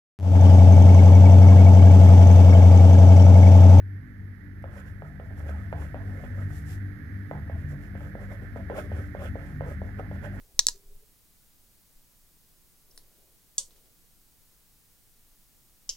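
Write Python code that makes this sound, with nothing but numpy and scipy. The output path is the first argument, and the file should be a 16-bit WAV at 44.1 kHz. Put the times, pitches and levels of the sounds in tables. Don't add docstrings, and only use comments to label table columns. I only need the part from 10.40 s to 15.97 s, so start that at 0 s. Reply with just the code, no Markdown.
import sys
import numpy as np
from scipy import signal
from scipy.fft import rfft, irfft, next_fast_len
from scipy.io import wavfile

SR = 44100
rng = np.random.default_rng(int(sys.argv[2]) if len(sys.argv) > 2 else 0)


def gain_from_decibels(decibels):
    exponent = np.asarray(decibels, float) / 20
    return 10 ** exponent


def wav_record(signal):
    frames = np.transpose(np.atleast_2d(signal))
    bounded = np.clip(frames, -1, 1)
    quanta = np.round(bounded * 32767).astype(np.int16)
    wavfile.write(sys.argv[1], SR, quanta)


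N = 245449

# start in seconds, peak in dB, contact rise in ms, bench scatter in dB, room in dB.
CONTACTS = [
    (0.1921, 6, 0.13, -15.5, -34.5),
    (.2680, 1, 0.23, -29, -37),
    (0.285, -5.5, 0.27, -24.5, -40.5),
    (2.5100, -51, 2, -77, -74),
    (2.5590, -56, 2, -62, -62),
    (2.5764, -33, 0.1, -46, -57.5),
    (3.1806, -10.5, 0.22, -22, -32),
    (5.4913, -16, 0.66, -29, -36.5),
]
# frequency in Hz, ring T60 in ms, level in dB.
SNAP_MODES = [(500, 18, -34), (950, 15, -26), (1250, 10, -30.5), (1820, 16, -25.5), (3510, 3, -9),
              (4030, 8, -1.5), (4500, 8, -2), (5836, 6, 4.5), (6470, 9.9, -0.5), (7810, 6.3, -4),
              (8430, 11, -12.5), (9840, 4.7, -17.5), (11200, 8, -33), (14800, 4, -21.5)]
# frequency in Hz, ring T60 in ms, level in dB.
REBOUND_MODES = [(480, 42, -49), (2030, 2.6, -34.5), (3900, 8, -15), (4470, 7.6, -7), (4400, 4.1, -7.5),
                 (5600, 1.7, 0), (6430, 2.3, 2.5), (7600, 2.9, 0.5), (8100, 3.5, -4.5), (9670, 5, -23),
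                 (10600, 5.1, -18), (12300, 2.5, -22), (14880, 5, -24.5)]
# frequency in Hz, ring T60 in ms, level in dB.
LANDING_MODES = [(480, 45, -32), (960, 50, -23.5), (1330, 10, -21.5), (1800, 21, -20), (2980, 17, -22),
                 (3500, 17, -30), (4100, 14, -3), (4630, 8.4, -5.5), (5055, 5.3, 4.5), (5740, 5.2, 5.5),
                 (6400, 6.4, 0.5), (7050, 7, 4), (7960, 8.3, -1.5), (10600, 5.4, -15)]
# frequency in Hz, ring T60 in ms, level in dB.
BRUSH_MODES = [(5230, 26, 1.5), (5900, 20, 1)]
# frequency in Hz, ring T60 in ms, level in dB.
GRAZE_MODES = [(8600, 19, 0), (9500, 20, 0.0051)]
# frequency in Hz, ring T60 in ms, level in dB.
TAP_MODES = [(450, 22, -16), (1000, 6.6, -8.5), (1890, 9.1, -15), (2800, 3, -16), (3400, 3, -16),
             (4150, 9, -1.5), (4600, 9.1, 0.5), (5450, 4.5, 0), (6200, 5, -3), (7700, 3, -1),
             (9900, 6.9, 0), (10500, 8, -11)]
# frequency in Hz, ring T60 in ms, level in dB.
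SLIP_OFF_MODES = [(520, 20, -14), (1000, 15, -19), (3030, 50, -18), (3530, 50, -12), (4560, 50, -6),
                  (5440, 50, -11), (6000, 55, 0), (6730, 50, 1), (7650, 60, 0), (8000, 45, 0),
                  (8290, 35, 0), (9130, 30, -6), (10160, 18, -15), (11800, 6, -26)]
# frequency in Hz, ring T60 in ms, level in dB.
PRESS_MODES = [(510, 35, -21), (1000, 4, -22), (2200, 8, -30), (3090, 50, -12), (3720, 55, -19),
               (4050, 50, -18), (4980, 40, -7), (5230, 45, -2), (5650, 40, -3), (6180, 45, -1),
               (6910, 45, -4), (7300, 40, -9), (8150, 25, -17), (10600, 10, -20)]
# frequency in Hz, gain in dB.
RETURN_COLOUR = [(200, -7.5), (500, 11.5), (1000, 11), (2000, 9), (3500, 4), (8000, -4.5), (11800, 6),
                 (12800, -8)]
# start in seconds, peak in dB.
CABLE_TICKS = [(2.752, -57), (3.307, -51), (3.331, -62), (3.361, -51.5), (3.382, -64), (3.456, -57.5),
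               (5.552, -51)]
# frequency in Hz, density in dB per Hz.
TICK_TAIL_COLOUR = [(500, -15), (1000, -11.5), (3000, 11.5), (7000, 8.5), (11000, -22)]
# start in seconds, hold in seconds, level in dB.
BENCH_LEANS = [(-.04, 0.012, -39), (.13, 0.13, -39.5), (.31, 0.027, -47.5), (.44, 0.09, -42),
               (1.53, 0.012, -59), (2.52, 0.009, -53), (3.18, 0.024, -54), (4.05, .01, -61),
               (4.74, 0.011, -61.5), (5.46, .03, -53.5)]
# start in seconds, hold in seconds, level in dB.
HAND_SLIDES = [(-.1, 0.36, -71), (2.4, 0.35, -69), (3.2, 0.14, -69)]
# start in seconds, hold in seconds, level in dB.
CREAK_SLIPS = [(.335, 0.011, -61.5), (.43, .01, -71), (.475, .03, -65), (.54, .01, -73), (.6, 0.02, -70)]
# frequency in Hz, density in dB per Hz.
HISS_COLOUR = [(12, -31), (20, -3), (44, -10), (203, -19), (588, -28.5), (2660, -32.5), (14600, -25),
               (15900, -25)]
# frequency in Hz, side minus mid in dB.
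HISS_WIDTH = [(60, -3), (380, -4.5), (2380, -3), (4400, -1), (8120, -10), (15000, -21.5)]

BOUNCE_MS, BOUNCE_SHARE, BOUNCE_GONE_MS = 0.55, 0.56, 0.33
NEAR_T60_S, ROOM_T60_S, CLUTTER_HZ = 0.038, 0.18, 2200
SMEAR_OCTAVES, BETWEEN_DB = 0.14, -22.5
PORT_LAG_MS, TREBLE_HZ, TREBLE_LAG_SHARE, EVEN_HZ = 0.044, 7826, 0.55, 11500
SWAY_HZ, SWAY_REST_DB, LEAN_ATTACK_S, LEAN_RELEASE_DB_S = 15.5, -67.5, 0.032, 240
SLIDE_ATTACK_S, SLIDE_RELEASE_DB_S = 0.12, 72
SLIP_ATTACK_S, SLIP_RELEASE_DB_S = 0.012, 260
CREAK_HZ, CREAK_AT_S, CREAK_RISE_HZ_S = 392, 0.35, 95
PARTNER_RATIO, PARTNER_DB = 1.36, -10
HISS_DB = -61
TOP_HZ, FADE_S = 15950, 0.003
MID_SIDE = np.array([[1], [-1]])


def tweezers():
    out = np.zeros((2, N))
    struck = (SNAP_MODES, REBOUND_MODES, LANDING_MODES, BRUSH_MODES,
              GRAZE_MODES, TAP_MODES, SLIP_OFF_MODES, PRESS_MODES)
    for (start_s, peak_db, rise_ms, near_db, room_db), modes in zip(CONTACTS, struck):
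        bounce = BOUNCE_SHARE * max(1 - rise_ms / BOUNCE_GONE_MS, 0)
        add(out, start_s, gain_from_decibels(peak_db) * ring(modes, rise_ms, bounce))
        add(out, start_s, scatter(echo_colour(modes), rise_ms, near_db, room_db))
    return out


def ring(modes, rise_ms, bounce):
    hz, t60_ms, db = np.array(modes, float).T[:, :, None]
    sign = (-1.0) ** np.arange(len(hz))[:, None]
    rise_ms = np.maximum(rise_ms, 300 / hz)

    def heard(delay_ms):
        ms = np.maximum(np.arange(4096) * 1000 / SR - delay_ms, 0)
        swell = 1 - np.exp(-(ms / rise_ms) ** 2)
        decay = gain_from_decibels(db - 60 * ms / t60_ms)
        return np.sum(sign * swell * decay * np.sin(2 * np.pi * hz * ms / 1000), axis=0)

    both = ports(heard(0) + bounce * heard(BOUNCE_MS))
    return both / np.abs(both).max()


def scatter(tail, rise_ms, near_db, room_db):
    t = np.arange(SR // 8 * 2) / SR
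    clutter = shaped(lambda hz: gain_from_decibels(colour(tail, hz)) / (1 + (CLUTTER_HZ / hz) ** 2), len(t))
    mid = shaped(lambda hz: gain_from_decibels(colour(tail, hz)), len(t))
    side = shaped(lambda hz: gain_from_decibels(colour(tail, hz)), len(t))
    near = ports(clutter) * gain_from_decibels(near_db - 60 * t / NEAR_T60_S)
    late = (mid + 0.61 * side * MID_SIDE) * gain_from_decibels(room_db - 60 * t / ROOM_T60_S)
    near_swell = np.clip(1000 * t / (rise_ms + 0.9), 0, 1) ** 2
    late_swell = np.clip(t / 0.008, 0, 1)
    return near * near_swell + late * late_swell


def echo_colour(modes):
    centre_hz, t60_ms, db = np.array(modes, float).T[:, :, None]
    energy = gain_from_decibels(db) ** 2 * t60_ms
    hz = np.geomspace(100, SR / 2, 400)
    close = hump(hz, centre_hz, SMEAR_OCTAVES) ** 2
    between = gain_from_decibels(BETWEEN_DB) ** 2 * hump(hz, centre_hz, 0.7) ** 2
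    power = np.sum(energy * (close + between), axis=0)
    return list(zip(hz, 10 * np.log10(power + 1e-12) + colour(RETURN_COLOUR, hz)))


def ports(x):
    hz = np.arange(len(x) // 2 + 1) * SR / len(x)
    share = 1 - (1 - TREBLE_LAG_SHARE) / (1 + (TREBLE_HZ / (hz + 1)) ** 20)
    share = share / (1 + (hz / EVEN_HZ) ** 10)
    lag = np.exp(-2j * np.pi * hz * share * PORT_LAG_MS / 1000)
    return np.array([x, irfft(rfft(x) * lag, len(x))])


def cable():
    out = np.zeros((2, N))
    for start_s, peak_db in CABLE_TICKS:
        modes = [(hz, 6, 0) for hz in np.sort(900 * 2 ** (3.2 * rng.random(8)))]
        add(out, start_s, gain_from_decibels(peak_db - 2.5) * ring(modes, 0.22, 0.34))
        add(out, start_s, scatter(TICK_TAIL_COLOUR, 0.21, peak_db - 10, peak_db - 15.5))
    return out


def bench(t):
    rub = hand_rub(t)
    return bench_sway(t) + joint_creak(t) + rub[0] + 0.43 * rub[1:]


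def bench_sway(t):
    loose = shaped(lambda hz: hump(hz, 13, 0.65) + 0.0472 * hump(hz, 65.2, 0.8))
    lean = effort(BENCH_LEANS, t, LEAN_ATTACK_S, LEAN_RELEASE_DB_S)
    rocking = 0.87 * np.sin(2 * np.pi * SWAY_HZ * t) + 0.47 * loose
    return lean * rocking + gain_from_decibels(SWAY_REST_DB) * loose


def joint_creak(t):
    wander = shaped(lambda hz: hump(hz, 25, 0.8))
    pitch_hz = CREAK_HZ + CREAK_RISE_HZ_S * (t - CREAK_AT_S) + 6 * wander
    phase = 2 * np.pi * np.cumsum(pitch_hz) / SR
    slip = effort(CREAK_SLIPS, t, SLIP_ATTACK_S, SLIP_RELEASE_DB_S) * (1 + 0.56 * wander)
    tight = np.clip((t - CREAK_AT_S) / 0.25, 0, 1)
    partner = gain_from_decibels(PARTNER_DB) * tight * np.sin(PARTNER_RATIO * phase)
    return np.sqrt(2) * slip * (np.sin(phase) + partner)


def hand_rub(t):
    slide = effort(HAND_SLIDES, t, SLIDE_ATTACK_S, SLIDE_RELEASE_DB_S)
    noise = np.array([shaped(lambda hz: hump(hz, 400, 0.63)) for _ in range(3)])
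    return slide * gain_from_decibels(-4.5) * noise


def effort(rows, t, attack_s, release_db_s):
    start_s, hold_s, db = np.array(rows, float).T[:, :, None]
    rise = np.sin(np.pi / 2 * np.clip((t - start_s) / attack_s, 0, 1)) ** 2
    fall = gain_from_decibels(db - release_db_s * np.maximum(t - start_s - attack_s - hold_s, 0))
    return np.sqrt(np.sum((rise * fall) ** 2, axis=0))


def hiss():
    def mid_gain(hz):
        return gain_from_decibels(colour(HISS_COLOUR, hz))

    def side_gain(hz):
        return gain_from_decibels(colour(HISS_COLOUR, hz) + colour(HISS_WIDTH, hz))

    grid_hz = np.arange(1, SR // 2)
    side_share = np.sqrt(np.sum(side_gain(grid_hz) ** 2) / np.sum(mid_gain(grid_hz) ** 2))
    mid, side = shaped(mid_gain), shaped(side_gain)
    return gain_from_decibels(HISS_DB) * (mid + side_share * side * MID_SIDE)


def shaped(gain, count=N):
    size = next_fast_len(count)
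    hz = np.maximum(np.arange(size // 2 + 1) * SR / size, 1)
    x = irfft(rfft(rng.standard_normal(size)) * gain(hz), size)[:count]
    return x / x.std()


def hump(hz, centre_hz, octaves):
    return np.exp(-0.5 * (np.log2(hz / centre_hz) / octaves) ** 2)


def colour(rows, hz):
    row_hz, row_db = np.array(rows, float).T
    return np.interp(np.log(hz), np.log(row_hz), row_db)


def add(out, start_s, sound):
    i = int(start_s * SR)
    out[:, i:i + sound.shape[1]] += sound[:, :N - i]


def scene():
    return tweezers() + cable() + bench(np.arange(N) / SR) + hiss()


def top_cut(x):
    return signal.sosfilt(signal.butter(12, 16870, fs=SR, output="sos"), x)


def record(dry):
    low_pass = signal.ellip(10, 0.2, 60, TOP_HZ, fs=SR, output="sos")
    band = signal.sosfilt(low_pass, dry)
    fade = np.clip((N - np.arange(N)) / (FADE_S * SR), 0, 1)
    return top_cut(np.clip(band, -1, 1) * fade)


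dry = scene()
out = record(dry)
wav_record(out)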